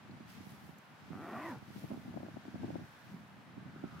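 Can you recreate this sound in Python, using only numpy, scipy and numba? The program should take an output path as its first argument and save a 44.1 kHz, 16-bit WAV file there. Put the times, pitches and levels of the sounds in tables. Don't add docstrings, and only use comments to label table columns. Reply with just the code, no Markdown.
import sys
import numpy as np
from scipy import signal
from scipy.fft import rfft, irfft
from scipy.io import wavfile
from scipy.ndimage import uniform_filter1d
from numba import njit

SR = 44100
rng = np.random.default_rng(int(sys.argv[2]) if len(sys.argv) > 2 else 0)


def log_audio(samples):
    frames = np.atleast_2d(samples).T
    limited = np.clip(frames, -1, 1)
    pcm = np.round(limited * 32767).astype(np.int16)
    wavfile.write(sys.argv[1], SR, pcm)


N = 176400


def undb(db):
    return 10 ** (np.asarray(db) / 20)


def unit(x):
    return x / np.sqrt(np.mean(x ** 2) + 1e-30)


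def curve(rows):
    rows = np.array(rows, float)
    return [np.interp(np.arange(N) / SR, rows[:, 0], col) for col in rows.T[1:]]


def colour(x, points):
    hz, db = np.array(points, float).T
    log_bins = np.log(np.fft.rfftfreq(N, 1 / SR) + 1)
    return irfft(rfft(x) * undb(np.interp(log_bins, np.log(hz), db)), N)


@njit
def svf(x, hz, width):
    y, band_state, low_state = np.empty(len(x)), 0., 0.
    for i in range(len(x)):
        g, damping = np.tan(np.pi * hz[i] / SR), width / hz[i]
        passed = (band_state + g * (x[i] + 1e-18 - low_state)) / (1 + g * (g + damping))
        band_state = 2 * passed - band_state
        low_state += 2 * g * passed
        y[i] = damping * passed
    return y


def band(x, hz, width_hz):
    hz = np.minimum(hz + np.zeros(len(x)), .45 * SR)
    return svf(svf(x, hz, float(width_hz)), hz, float(width_hz))


def walk(rate):
    hold = max(int(SR / rate), 1)
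    steps = np.repeat(rng.standard_normal(N)[:N // hold + 1], hold)
    return unit(uniform_filter1d(steps, hold)[:N])


def stereo(mid, side):
    return np.array([mid + side, mid - side])


def add(out, start, sound):
    i = max(int(start * SR), 0)
    out[:, i:i + sound.shape[1]] += sound[:, :N - i]


# frequency in Hz, gain in dB.
TREES_EQ = [(40, -12), (100, -23), (250, -8), (450, -3), (750, 2), (1200, 0.5), (2000, -4.5), (3000, -10),
            (5000, -18), (8000, -27), (15500, -31)]
# frequency in Hz, side against mid in dB.
TREES_WIDTH = [(100, 6), (500, -9), (1000, -3.5), (2000, -1.5), (4000, -2.5), (12000, 2)]
# time in seconds, centre in Hz, level in dB.
SOUGH = [(0, 1590, -78), (1.9, 1400, -74.5), (2.45, 1600, -68), (3.0, 1560, -67), (3.35, 1600, -78),
         (3.65, 1560, -69), (4, 1260, -58.5)]


def trees():
    mid, side = (unit(colour(rng.standard_normal(N), TREES_EQ)) for _ in range(2))
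    wash = stereo(mid, colour(side, TREES_WIDTH)) * undb(-62)
    hz, db = curve(SOUGH)
    mid, side = (unit(band(rng.standard_normal(N), hz, width_hz=410)) for _ in range(2))
    return wash + stereo(mid, .5 * side) * undb(db)


# time in seconds, high hiss in dB, lower swish in dB.
GRASS_LEVELS = [(0, -103, -73.5), (.26, -78, -72), (.30, -62, -63), (.42, -70.5, -65.5), (.5, -61.5, -70),
                (.57, -69, -71), (.68, -67.5, -77), (.77, -77, -99), (1.0, -80, -70), (1.3, -68.5, -71),
                (1.5, -63.5, -62), (1.6, -77.5, -72.5), (1.79, -63, -65), (2.0, -71.5, -70.5),
                (2.4, -80, -69.5), (2.7, -77, -65.5), (2.85, -73, -69.5), (3.12, -73, -69),
                (3.36, -81.5, -95), (3.65, -93, -80), (3.87, -79, -71), (4, -72, -68)]
# frequency in Hz, gain in dB.
HISS_EQ = [(2000, -3), (5000, -6.5), (8000, -9.5), (12500, -5.5), (15500, -9)]
SWISH_EQ = [(600, -64), (1800, 0.5), (3300, -4), (5500, -8), (8000, -16), (15000, -26)]


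def grass():
    out, grain_db = np.zeros((2, N)), 2
    for db, eq in zip(curve(GRASS_LEVELS), (HISS_EQ, SWISH_EQ)):
        grains = rng.standard_normal((2, N)) * undb(grain_db * np.array([walk(500), walk(500)]))
        out += unit(colour(grains, eq)) * undb(db)
    return out


# start in seconds, peak in dB, centre in Hz,
# width in Hz.
CHIP_AND_TICKS = [(0.109, -56.5, 4260, 350), (0.782, -58, 13000, 2500), (0.783, -59, 7000, 3500),
                  (.852, -68, 10600, 1410), (2.068, -65, 13000, 4000)]


def chip_and_ticks():
    out, t = np.zeros((2, N)), np.arange(SR // 10) / SR
    envelope = t * np.exp(-t / 0.0021)
    for start, db, hz, width in CHIP_AND_TICKS:
        burst = np.array([band(rng.standard_normal(len(t)) * envelope, hz, width) for _ in range(2)])
        add(out, start, burst / abs(burst).max() * undb(db))
    return out


# time in seconds, level in dB before trim.
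RUMBLE_LEVEL = [(0, -66.5), (.15, -57.5), (.28, -64.5), (.42, -58.5), (.68, -61), (.78, -68), (.98, -71),
                (1.08, -61), (1.13, -57.5), (1.3, -64), (1.68, -60.5), (2.0, -58), (2.42, -61), (2.68, -51),
                (2.81, -54.5), (2.88, -64.5), (3.02, -68.5), (3.14, -54), (3.25, -64), (3.6, -61),
                (3.85, -55.5), (4, -57.5)]
# frequency in Hz, gain in dB.
RUMBLE_EQ = [(50, -37), (65, -16), (85, -4.5), (130, 1.5), (200, 2.5), (330, -9), (450, -20), (800, -24.5),
             (1500, -55), (6000, -87)]


def rumble():
    trim_db, flutter_db, width = 5.5, 2.5, 0.52
    mid, side = (unit(colour(rng.standard_normal(N), RUMBLE_EQ)) for _ in range(2))
    flutter = unit(undb(flutter_db * (walk(60) + walk(25.075)) / np.sqrt(2)))
    return stereo(mid, width * side) * flutter * undb(curve(RUMBLE_LEVEL)[0] + trim_db)


def knock(hz):
    scuff_s, scuff_share, reference_hz, lowpass_hz = 0.0069, 0.54, 204.6, 770
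    t = (np.arange(SR // 10) - SR // 40) / SR
    scuff = rng.standard_normal((2, len(t))) * np.exp(-abs(t) / scuff_s)
    scuff /= np.linalg.norm(scuff, axis=1, keepdims=True)
    hit = rng.choice([-1, 1]) * (t == 0) + scuff_share * scuff
    ring_hz = reference_hz * (hz / reference_hz) ** .65
    pop_gain = undb(-21 + 17.5 * np.log2(hz / reference_hz))
    thump = [band(x, ring_hz, width_hz=180) + pop_gain * band(x, hz=604, width_hz=640) for x in hit]
    return signal.sosfilt(signal.butter(4, lowpass_hz, fs=SR, output="sos"), thump)


# time of the peak in seconds, peak in dB before pan
# and trim, hardness as a frequency in Hz, left against right in dB.
KNOCKS = [(0.098, -39.5, 202, 1), (0.208, -38.5, 240, -5), (0.409, -40, 194, -8), (0.471, -40, 176, -5),
          (0.694, -41.5, 204, -12), (1.108, -35.5, 215.4, -15), (1.117, -38, 206, -3),
          (1.157, -34, 186, -17), (1.627, -40, 124, -14), (1.685, -44, 176, 17), (1.707, -39, 160, -14),
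          (1.763, -37.5, 210, 12), (1.781, -44, 165, -14), (1.844, -32.5, 207, 6),
          (1.907, -34.5, 260, -3.5), (1.916, -30, 370, -8.5), (1.923, -33, 190, -7), (1.937, -36, 300, -13),
          (1.946, -33.5, 278, 0), (1.963, -38, 203, 2), (1.977, -35, 235, -9), (2.058, -39, 242, 1.5),
          (2.083, -36, 257, 8), (2.142, -37.5, 400, 3.5), (2.166, -31.5, 235, 6), (2.174, -30, 370, 6),
          (2.205, -36.5, 332, 3.5), (2.232, -31.5, 382, 6), (2.251, -37.5, 238, 2.5), (2.265, -38, 420, 5),
          (2.286, -37, 375, -4.5), (2.37, -33.5, 340, 6), (2.456, -40.5, 330, -4), (2.484, -34.5, 278, 6),
          (2.545, -35, 193, -2.5), (2.559, -32.5, 292, 9), (2.635, -31.5, 380, 3.5), (2.646, -27, 265, 4),
          (2.684, -35.5, 297.6, 6), (2.694, -33, 208, 8), (2.705, -30, 480, -19), (2.757, -26.5, 350, 10),
          (2.764, -40, 400, 16), (2.799, -40, 278, 2), (2.814, -39, 275, -4), (3.144, -38.5, 171, 0),
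          (3.166, -41, 211, -2), (3.581, -37, 217, -8), (3.764, -37.5, 223, -4.5), (3.842, -27.5, 280, -8),
          (3.858, -38, 206, -10)]


def knocks():
    trim_db, max_lag_s, lag_knee_db = -1, 0.00062, 5
    out = np.zeros((2, N))
    for at, db, hz, pan_db in KNOCKS:
        thump = knock(hz)
        pan = unit(undb(np.array([[pan_db], [-pan_db]]) / 2))
        envelope = abs(signal.hilbert(thump)).mean(axis=0)
        shift = int(max_lag_s * np.tanh(pan_db / lag_knee_db) * SR / 2)
        pair = np.array([np.roll(thump[0], -shift), np.roll(thump[1], shift)])
        add(out, at - envelope.argmax() / SR, pair / envelope.max() * pan * undb(db + trim_db))
    return out


def forest(call):
    t60_s, predelay_s, wet_db = 0.073, 0.015, -11.5
    t = np.arange(SR) / SR
    tails = rng.standard_normal((2, SR)) * undb(-60 * t / t60_s) * (t > predelay_s)
    wet = np.array([signal.fftconvolve(call, tail / np.linalg.norm(tail))[:N] for tail in tails])
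    return call + undb(wet_db) * wet


@njit
def vocal_folds(hz, jitter, shimmer_db, limp, chance):
    pulses, phase, position, cycle = np.zeros(len(hz)), np.zeros(len(hz)), .999, 0
    for i in range(len(hz)):
        position += hz[i] * np.exp(jitter[i] * chance[cycle, 0]) / SR
        if position >= 1:
            position, cycle = position - 1, cycle + 1
            size = 10 ** (shimmer_db[i] * chance[cycle, 1] / 20)
            alternation = 1 + limp[i] * (1 - 2 * (cycle % 2))
            pulses[i] = np.sqrt(SR / hz[i]) * size * alternation
        phase[i] = position
    return pulses, phase


# time in seconds, pitch in Hz, roughness from 0 to 1.
CALL_PITCH = [(1.12, 106.2, 0.42), (1.15, 82.04, 0.26), (1.19, 125.2, 0.04), (1.235, 178.8, 0.22),
              (1.26, 156.3, .45), (1.315, 193.7, .6), (1.335, 225.2, .35), (1.365, 227, .65),
              (1.412, 297.3, .75), (1.46, 324.4, .7), (1.486, 368, .5), (1.505, 294.6, 0.6),
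              (1.53, 228.4, 0.76), (1.575, 120.7, 0.8)]
# time in seconds, throaty voice in dB, clean fundamental in dB.
EFFORT = [(1.121, -53, -69), (1.18, -49.5, -71), (1.25, -47, -71), (1.315, -46.5, -53.5),
          (1.345, -44, -45.5), (1.41, -46, -51.5), (1.47, -46, -47.5), (1.505, -46.5, -49.5),
          (1.53, -50, -43), (1.555, -53, -60), (1.585, -69, -49)]
# time in seconds, opening from 0 to 1, factor by which the rounding lips
MOUTH = [(1.12, 0.38, 0.87), (1.19, 0.16, 0.97), (1.28, 0.39, 0.91), (1.37, 0.48, 0.93),
         (1.455, 0.96, 0.93), (1.485, 1, 0.854), (1.51, 0.9, 0.82), (1.55, 0.79, 0.65)]
# centre in Hz with the mouth closed, then open,
# width in Hz, relative gain in dB closed, then open.
FORMANTS = [(235, 433, 190, 7, -8), (800, 680, 200, -4, 3.5), (1350, 1117, 327, -10.5, 5.5),
            (1330, 1590, 260, -12, -8.5), (1840, 2130, 250, -18, 1.5), (2120, 2700, 230, -29, -8.5)]


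def moose():
    rasp_gain, rasp_decay_cycles, waver_share = 1.43, 0.55, 0.0288
    hz, rough = curve(CALL_PITCH)
    voice_db, tone_db = curve(EFFORT)
    opening, lips = curve(MOUTH)
    t = np.arange(N) / SR
    calling = (t > EFFORT[0][0]) & (t < EFFORT[-1][0])
    pulses, phase = vocal_folds(hz * calling, jitter=.3 * rough, shimmer_db=2.5 * rough,
                                limp=.71 * rough, chance=rng.standard_normal((4000, 2)))
    rasp = unit(np.exp(-phase / rasp_decay_cycles) * rng.standard_normal(N))
    source = pulses + rasp_gain * rough * rasp
    voice = np.zeros(N)
    for closed_hz, open_hz, width, closed_db, open_db in FORMANTS:
        centre_hz = lips * (closed_hz + (open_hz - closed_hz) * opening)
        voice += undb(closed_db + (open_db - closed_db) * opening) * band(source, centre_hz, width)
    voice /= np.sqrt(uniform_filter1d(voice ** 2, size=2205) + 1e-12)
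    tone_hz = hz * (1 + waver_share * walk(80))
    tone = unit(np.cos(2 * np.pi * np.cumsum(tone_hz) / SR))
    return calling * (undb(voice_db) * voice + undb(tone_db) * tone)


def scene():
    return forest(moose()) + knocks() + rumble() + trees() + grass() + chip_and_ticks()


def record(dry):
    low_cut = signal.butter(6, 62, "high", fs=SR, output="sos")
    high_cut = signal.ellip(10, .1, 70, 15750, fs=SR, output="sos")
    return signal.sosfilt(high_cut, signal.sosfilt(low_cut, dry))


dry = scene()
out = record(dry)
log_audio(out)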